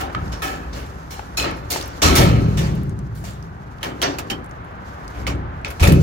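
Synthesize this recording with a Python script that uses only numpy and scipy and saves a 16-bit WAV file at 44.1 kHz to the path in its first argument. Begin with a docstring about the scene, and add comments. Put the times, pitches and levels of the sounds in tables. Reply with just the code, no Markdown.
"""A metal knock sounds at once, over booming panels, a low throbbing hum and a far traffic roar.
A phone lies near the open rear of an empty steel van body on a gravel yard. Latches, rods and door edges
knock and rattle (thumps and noise bands that die away), and jolts set the panels booming (noise through
resonances). Stones tick and soles crackle on gravel (filtered noise); a hinge squeaks (a wavering tone).
Levels in the tables come before the mix gain and the soft rounding at the end."""
import sys
import numpy as np
from scipy import signal
from scipy.fft import rfft, irfft
from scipy.io import wavfile
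from scipy.ndimage import uniform_filter1d

SR = 44100
rng = np.random.default_rng(int(sys.argv[2]) if len(sys.argv) > 2 else 0)


def transcribe(signal):
    """Save signal, clipped to [-1, 1], as a 16-bit WAV file at the path in sys.argv[1]."""
    frames = np.atleast_2d(signal).T
    limited = np.clip(frames, -1, 1)
    pcm = np.round(limited * 32767).astype(np.int16)
    wavfile.write(sys.argv[1], SR, pcm)


N = 265482
TIME_S = np.arange(N) / SR
BIN_HZ = np.fft.rfftfreq(N, 1 / SR)


def undb(db):
    """Turn decibels into a plain multiplier."""
    return 10 ** (np.asarray(db) / 20)


def unit(x):
    """Scale a sound to an average (RMS) strength of 1."""
    return x / np.sqrt(np.mean(x ** 2))


def over_time(table):
    """Draw straight lines between the rows of a table: one value a sample for each column."""
    times, *columns = np.transpose(table)
    return [np.interp(TIME_S, times, column) for column in columns]


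def over_hz(table, hz):
    """Read a (frequency, value) table at any frequency, with equal steps per octave."""
    table_hz, values = np.transpose(table)
    return np.interp(np.log(np.maximum(hz, 1)), np.log(table_hz), values)


def ring(x, hz, width):
    """Let a sound through one resonance, which passes its centre pitch at full strength."""
    b, a = signal.iirpeak(hz, hz / width, SR)
    return signal.lfilter(b, a, x)


def walk(rate):
    """Wander in straight lines between random values, rate of them a second, spread a little under 1."""
    hold = int(SR / rate)
    steps = np.repeat(rng.standard_normal(N // hold + 1), hold)
    return uniform_filter1d(steps, hold)[:N]


def shaped(gain):
    """Make two unrelated noises with the given gain at each frequency."""
    return irfft(rfft(rng.standard_normal((2, N))) * gain, N)


# Blows on the metal: (time [s], level [dB], ring pitch [Hz], bright [dB], top [dB],
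# time to fall 60 dB at 3000 Hz [s], ring [dB], crack [dB]); all dB after the first are relative to it
KNOCKS = [(.0014, -14, 766, -14.5, -16.5, 0.28, -2, -27), (.097, -33, 780, -24, -25, 0.15, -12, 12),
          (.148, -18.5, 1200, -27, -33, 0.24, 2.5, 7.5), (0.32, -21.5, 5350, -5, -17, 0.26, -5, -21),
          (.4193, -16, 1720, -7, -8, 0.55, 4, -21), (.728, -26.5, 1200, -1, -18, 0.36, -22, -16),
          (0.747, -25.5, 4300, -11, -12.5, 0.75, -22, -24), (1.106, -28.5, 767, -2, -7, 0.53, 1.5, -20),
          (1.193, -35, 825, -13, -25, .17, -9, 18.5), (1.3707, -14, 4170, 0.5, -3, 0.33, 3.5, -15),
          (1.398, -14, 3030, -9, -33, 0.44, -13, 2), (1.442, -12, 1230, -25, -42, 0.36, -8, -3),
          (1.702, -15.5, 6900, 1, 2, 0.31, -39, -18), (1.714, -17.5, 4600, -0.5, -12, 0.63, -20, -24),
          (1.7592, -29.5, 900, -16, -20, 0.28, -19, 16.5), (2.018, -2.5, 2280, 0, -11, 0.44, -24, -14),
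          (2.033, -7.5, 4170, -12, -15, 1, -1, -4), (2.152, -5, 5600, -4, -3.5, .4, -16, -14.5),
          (2.168, -3.5, 3570, -4, -15, 0.35, -29, -8), (2.205, -12, 1380, -8, -16, 0.54, -1.5, -18),
          (2.571, -16.5, 3720, -6, -13, 0.61, -24, -26), (3.1494, -42.5, 780, 1.5, 2.5, 0.74, -2, -27),
          (3.239, -27.5, 694, -3.5, -7.5, 0.5, -37, 0), (3.809, -28, 1320, -19, -25, 0.95, -16, -7),
          (3.8295, -10.5, 3100, -14.5, -16.5, 0.26, -9, -3.5), (4.0165, -9, 3160, -9, -9, 0.18, -17, -2),
          (4.026, -6.5, 3180, -5, -30, .33, -27, -0.5), (4.185, -12.5, 2550, -7, -8, .1, -7, -10.5),
          (4.2997, -11.5, 2790, -8, -11, 0.14, 1.5, -6), (5.146, -30, 750, -24, -24, 0.53, -2, 1),
          (5.267, -10.5, 2170, -8, -17, 0.2, -4, -3.5), (5.647, -16.5, 2500, -8, -24, .21, -4, 2),
          (5.6797, -31, 5350, -10, -1, 0.14, -22, -22), (5.702, -19.5, 2200, -11, -6, 0.13, -22, -13),
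          (5.797, -12.5, 2480, -7.5, -15, 0.53, -6, -8), (5.8243, -5, 2520, -9.5, -10.5, 0.36, -1, -21),
          (5.873, -5.5, 1870, -6, -8.5, .14, -20, -6), (5.92, -11, 2580, -11, -2, 0.097, -12, -5)]
# Tone colour shared by all blows: (frequency [Hz], level in a band [dB])
STEEL_COLOUR = [(250, -10.5), (600, -7.5), (1300, -19.5), (2500, -17), (4000, -14.5), (6800, -9),
                (8500, -15.5), (12500, -10), (16000, -13)]
# Pitches at which latch rods and door frames ring: (frequency [Hz], level [dB])
STEEL_MODES = [(780, -3.5), (1290, -3), (1720, -12.5), (2250, -11.5), (2550, -9), (3080, -7), (4150, -8.5),
               (5350, -4.5), (6900, -9)]
KNOCK_BASS_DB = -8.5  # at 600 Hz and below
RATTLE_SHARE = 0.037  # a blow rattles for this share of its fall time before it dies
HOP = 16  # samples between steps of the loudness curves


def crack(hz):
    """The first push of a blow, longer for a lower pitch, carries a tone and noise around it."""
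    t = np.arange(SR // 20) / SR
    noise = rng.standard_normal((2, len(t)))
    contact_s = .0007 + 1 / hz
    push = t / contact_s * np.exp(1 - t / contact_s)
    rough = ring(ring(noise, 1.13 * hz, 2.0 * hz), 0.83 * hz, 0.89 * hz)
    return push * (np.sin(2 * np.pi * hz * t) + 0.6 * unit(rough))


def knocks():
    """Each blow cracks, rattles, then dies, the treble first; steel modes near its pitch ring strongest."""
    bands = 280 * 2 ** np.arange(0, 5.9, 1 / 3)  # three bands an octave [Hz]
    modes, modes_db = np.transpose(STEEL_MODES)
    centres = np.append(bands, modes)
    octaves = np.append(np.full(len(bands), .2), np.full(len(modes), .07))  # width of each noise band
    t = np.arange(0, SR * 3 // 4, HOP) / SR
    power = np.zeros((len(centres), (N + SR) // HOP))
    out = np.zeros((2, N + SR))
    # loose parts bounce: the loudness jumps every 64 samples
    bounces = np.clip(rng.exponential(size=N // 64 + 1), 0, 4)
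    chatter = undb(1.25 * bounces.repeat(64)[:N])
    rise = 1 - np.exp(-t / (0.00082 + 11.0 / centres[:, None]))  # the bass needs a few cycles to build
    for s, db, hz, bright_db, top_db, t60, ring_db, crack_db in KNOCKS:
        start = int(s * SR)
        # modes far from the blow's pitch are weaker, and partly up to luck
        apart = np.abs(np.log2(modes / hz))  # in octaves
        luck = rng.standard_normal(len(modes))
        near_db = np.maximum(-40 * apart, -13) + 4.2 * luck * (apart > .1)
        colour_db = np.append(over_hz(STEEL_COLOUR, bands), ring_db + modes_db + near_db)
        tone = [(600, KNOCK_BASS_DB), (1100, 0.0047), (2500, 0), (5500, bright_db), (11000, top_db)]
        colour_db = colour_db + over_hz(tone, centres)
        fade = t60 * (centres[:, None] / 3000) ** -.25
        late = np.maximum(t - RATTLE_SHARE * t60, 0)
        tail = undb(-52) * 10 ** (-6 * t / (3.66 * fade))  # the hollow body keeps a weak, longer tail
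        shape = 10 ** (-6 * late / fade) + tail
        step = start // HOP
        power[:, step:step + len(t)] += undb(2 * (db + colour_db))[:, None] * rise * shape
        hit = crack(hz)
        out[:, start:start + hit.shape[1]] += undb(db + crack_db) * hit
    out = out[:, :N]
    for hz, width, band_power in zip(centres, octaves, power):
        band = unit(shaped(np.exp(-(np.log2(BIN_HZ / hz + 1e-9) / width) ** 2)))
        size = np.interp(np.arange(N) / HOP, np.arange(len(band_power)), np.sqrt(band_power))
        bouncing = unit(chatter ** min(hz / 3000, 1))  # the bass bounces less
        out = out + band * size * bouncing * undb(2.0 * walk(30))
    return out


# Pitches of the walls and doors, in three groups: (frequency [Hz], width [Hz], level [dB])
DEEP_PANELS = [(50.1, 17, -1.5), (63.4, 6.5, 3), (82.9, 11, 4)]
MIDDLE_PANELS = [(110.8, 12.8, 2), (139.6, 23, -0.5), (163.1, 14.7, -0.5), (196, 15, -4.5)]
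UPPER_PANELS = [(240.4, 69, 3), (289.5, 19, 1.5), (335, 53, 0), (388.1, 38, 0), (470, 120, -6),
                (546, 76, -8)]
# Jolts that set the body booming: (time [s], level [dB], deep panels [dB], upper panels [dB],
# time to fall 60 dB, before each group's share [s]); the panel dB are relative to the level
BOOMS = [(0., -40, 11, 12, 0.92), (.15, -17.5, -9, -8, 0.76), (.22, -27.5, 3, -7, 0.93),
         (.43, -36.5, 2, 9, 1.63), (.72, -30, -4.5, -4, 1.6), (1.38, -28, -1, -1, 2),
         (1.711, -43.5, 7, -2, 0.53), (2.021, -14.5, 6, 3.5, 1.8), (2.17, -5.5, -10, -9, 2.9),
         (2.57, -18, -7, -8.5, 1.7), (3.83, -32, -8, 4.5, 2.1), (4.02, -31.5, -18, 6, 1.34),
         (4.302, -27.5, -13, 8, 0.58), (5.17, -25, 3, -5.5, 1.6), (5.27, -19.5, -0.5, -4, 1.15),
         (5.8, -8, 6.5, -11.5, 0.83), (5.86, -0.5, -19, -7, 1.18)]
# deep, middle and upper panels in turn
BOOM_RISE_S = (0.02, 0.025, 0.026)
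BOOM_T60_SHARE = (1.24, 0.98, .8)
REST_DB = (-41.5, -37.5, -43.5)  # the panels never fall quite still


def panel_noise(modes):
    """Noise through narrow resonances wavers as a panel does; modes close in pitch beat together."""
    total = 0
    for hz, width, db in modes:
        noise = rng.standard_normal((2, N))
        total = total + undb(db) * unit(ring(ring(noise, hz, width), hz, width))
    return unit(total)


def even(x):
    """Level out the wavering, so that panels hold a fairly even level between blows."""
    return x / np.sqrt(uniform_filter1d(x ** 2, int(.08 * SR)) + 0.016)


def panels():
    """Each jolt swells and dies in the lowest modes of walls and doors."""
    power = undb(2 * np.array(REST_DB))[:, None] * np.ones(N)
    rise, share = np.array(BOOM_RISE_S)[:, None], np.array(BOOM_T60_SHARE)[:, None]
    for s, db, deep_db, upper_db, t60 in BOOMS:
        start = int(s * SR)
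        since = TIME_S[start:] - s
        shape = (1 - np.exp(-since / rise)) ** 2 * 10 ** (-6 * since / (t60 * share))
        group_db = db + np.array([deep_db, 0, upper_db])
        power[:, start:] += undb(2 * group_db)[:, None] * shape
    deep, middle = even(panel_noise(DEEP_PANELS)), even(panel_noise(MIDDLE_PANELS))
    upper = panel_noise(UPPER_PANELS)
    return sum(np.sqrt(p) * x for p, x in zip(power, (deep, middle, upper)))


# Loudness of each hum tone: (time [s], level [dB])
HUM_LEVEL = [(0., -38), (.18, -40), (.26, -25), (.5, -34), (.72, -27.5), (.9, -37), (1.3, -34), (2., -41.5),
             (3.5, -42), (6.02, -47)]
HUM_HZ = (55, 68.5)  # two tones that beat about 13.5 times a second


def hum():
    """Two low tones throb against each other, perhaps an engine idling some way off."""
    drift = np.cumsum(1 + .01 * walk(2.98)) / SR  # the pitch wanders by about one percent
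    tones = sum(np.sin(2 * np.pi * (hz * drift + rng.random())) for hz in HUM_HZ)
    return undb(over_time(HUM_LEVEL)[0]) * tones


# Loudness of the roar between 600 and 2200 Hz: (time [s], level [dB])
TRAFFIC_LEVEL = [(0., -29.5), (.8, -36.5), (2.2, -33.5), (2.9, -40), (3.8, -37), (4.2, -32.5), (6.02, -36)]
# Tone colour of the roar: (frequency [Hz], level per Hz [dB])
TRAFFIC_COLOUR = [(15, -32.5), (28, -22), (64, -5.5), (130, -17.5), (326, -24), (550, -22.5), (800, -18),
                  (1050, -19), (1550, -22), (2300, -34), (4160, -48.5), (6000, -62), (7800, -79),
                  (13200, -120)]


def traffic():
    """Distant tyre roar is smooth coloured noise that swells slowly."""
    gain = undb(over_hz(TRAFFIC_COLOUR, BIN_HZ)) * (BIN_HZ > 15)
    mids = (BIN_HZ > 600) & (BIN_HZ < 2200)
    # scale so that the mids alone have strength 1
    roar = unit(shaped(gain)) * np.sqrt(np.sum(gain ** 2) / np.sum(gain[mids] ** 2))
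    return roar * undb(over_time(TRAFFIC_LEVEL)[0] + 1.0 * walk(2.1))


# Soles dragging over gravel: (time [s], level [dB])
SHUFFLE = [(0., -51.5), (.47, -44.5), (.6, -50.5), (1.9, -48.5), (2.5, -42), (2.9, -56.5), (3.84, -57.5),
           (4.1, -46), (4.56, -61.5), (5.2, -46.5), (5.45, -63), (5.68, -55.5), (5.9, -33.5)]
# Single stones ticking: (time [s], level [dB], pitch [Hz])
STONES = [(.28, -40, 5000), (1.511, -36, 8900), (1.728, -16, 5940), (1.769, -26, 8000), (1.812, -19, 4170),
          (1.826, -24, 5070), (1.859, -34, 12000), (1.878, -32, 12500), (2.753, -36, 10500),
          (2.833, -39, 12100), (2.895, -38, 8100), (2.99, -38.5, 6800), (3.308, -37, 8800),
          (3.335, -44.5, 8000), (3.426, -39, 5530), (3.784, -41, 3200), (4.444, -41, 8200),
          (4.461, -45, 9000), (4.494, -49, 10000), (4.511, -40, 6000), (4.646, -50, 9700),
          (5.079, -33, 5300)]
# faint ticks at random moments, up to 3 dB above or below PEBBLE_DB
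PEBBLES_PER_S, PEBBLE_DB, PEBBLE_HZ = 3, -54, (6000, 12000)
GRIT_DB = -8.5  # the crackle's brighter part, against its main part


def gravel():
    """Single stones tick as short bursts of noise; dragged soles crackle as dense tiny grains."""
    out = np.zeros((2, N + SR))
    t = np.arange(SR // 20) / SR
    pebbles = [(when * N / SR, PEBBLE_DB + 6.0 * (loud - .5), np.interp(pitch, (0, 1), PEBBLE_HZ))
               for when, loud, pitch in rng.random((PEBBLES_PER_S * N // SR, 3))]
    fade = np.exp(-t / 0.0015) + 0.45 * np.exp(-t / 0.0061)
    for s, db, hz in STONES + pebbles:
        start = int(s * SR)
        noise = rng.standard_normal((2, len(t)))
        out[:, start:start + len(t)] += undb(db) * unit(ring(noise, hz, hz / 3.1)) * fade
    # a few grains stand far above the rest
    grain_db = 1.34 * rng.exponential(size=N) + 3.1 * walk(48)
    grains = rng.standard_normal((2, N)) * undb(grain_db)
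    main = unit(ring(ring(grains, 6800, 4500), 3000, 3300))
    grit = unit(ring(ring(grains, 8500, 3800), 12300, 4500))
    return out[:, :N] + undb(over_time(SHUFFLE)[0]) * (main + undb(GRIT_DB) * grit)


# The hinge's gliding pitch: (time [s], pitch [Hz], level [dB])
SQUEAK = [(1.56, 10510, -47), (1.596, 12200, -60), (1.698, 11300, -67.5)]


def hinge():
    """A hinge squeaks as one thin tone whose pitch glides and wavers."""
    hz, db = over_time(SQUEAK)
    edge_s = np.minimum(TIME_S - SQUEAK[0][0], SQUEAK[-1][0] - TIME_S)
    on = np.clip(edge_s / 0.009, 0, 1)  # soft start and end
    phase = 2 * np.pi * np.cumsum(hz * (1 + 0.0035 * walk(300))) / SR
    return np.sqrt(2) * on * undb(db) * np.array([np.sin(phase), np.cos(phase)])


# How alike the two ports sound: (frequency [Hz], common share [0-1])
LIKENESS = [(60, 0.92), (200, 1), (500, 0.86), (1200, 0.44), (3000, 0), (16000, 0.4)]
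# Balance of the two ports: (frequency [Hz], left minus right [dB])
LEFT_DB = [(60, 1.5), (110, 0), (200, 1), (380, 4), (700, 2.5), (1290, -1.5), (2380, -1), (4400, -3.5),
           (8120, -0.5), (15000, 4)]
PORT_LAG_S = 0.00046  # the common part reaches the right port this much later


def scene():
    """Two microphone ports: the right one hears the common part later, plus a part of its own."""
    common, own = rfft(knocks() + panels() + hum() + traffic() + gravel() + hinge())
    share = np.clip(over_hz(LIKENESS, BIN_HZ), 0, 1)
    tilt = undb(over_hz(LEFT_DB, BIN_HZ) / 2)  # half the balance goes to each side
    delayed = common * np.exp(-2j * np.pi * BIN_HZ * PORT_LAG_S)
    right = share * delayed + np.sqrt(1 - share ** 2) * own
    return undb(-1.5) * irfft(np.array([common * tilt, right / tilt]), N)


TOP_HZ = 16000


def record(dry):
    """The phone rounds the loudest peaks and cuts the treble above TOP_HZ."""
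    rounded = np.tanh(0.69 * dry) / 0.96
    low_pass = signal.ellip(8, .2, 55, TOP_HZ, fs=SR, output="sos")
    return signal.sosfilt(low_pass, rounded)


dry = scene()
out = record(dry)
transcribe(out)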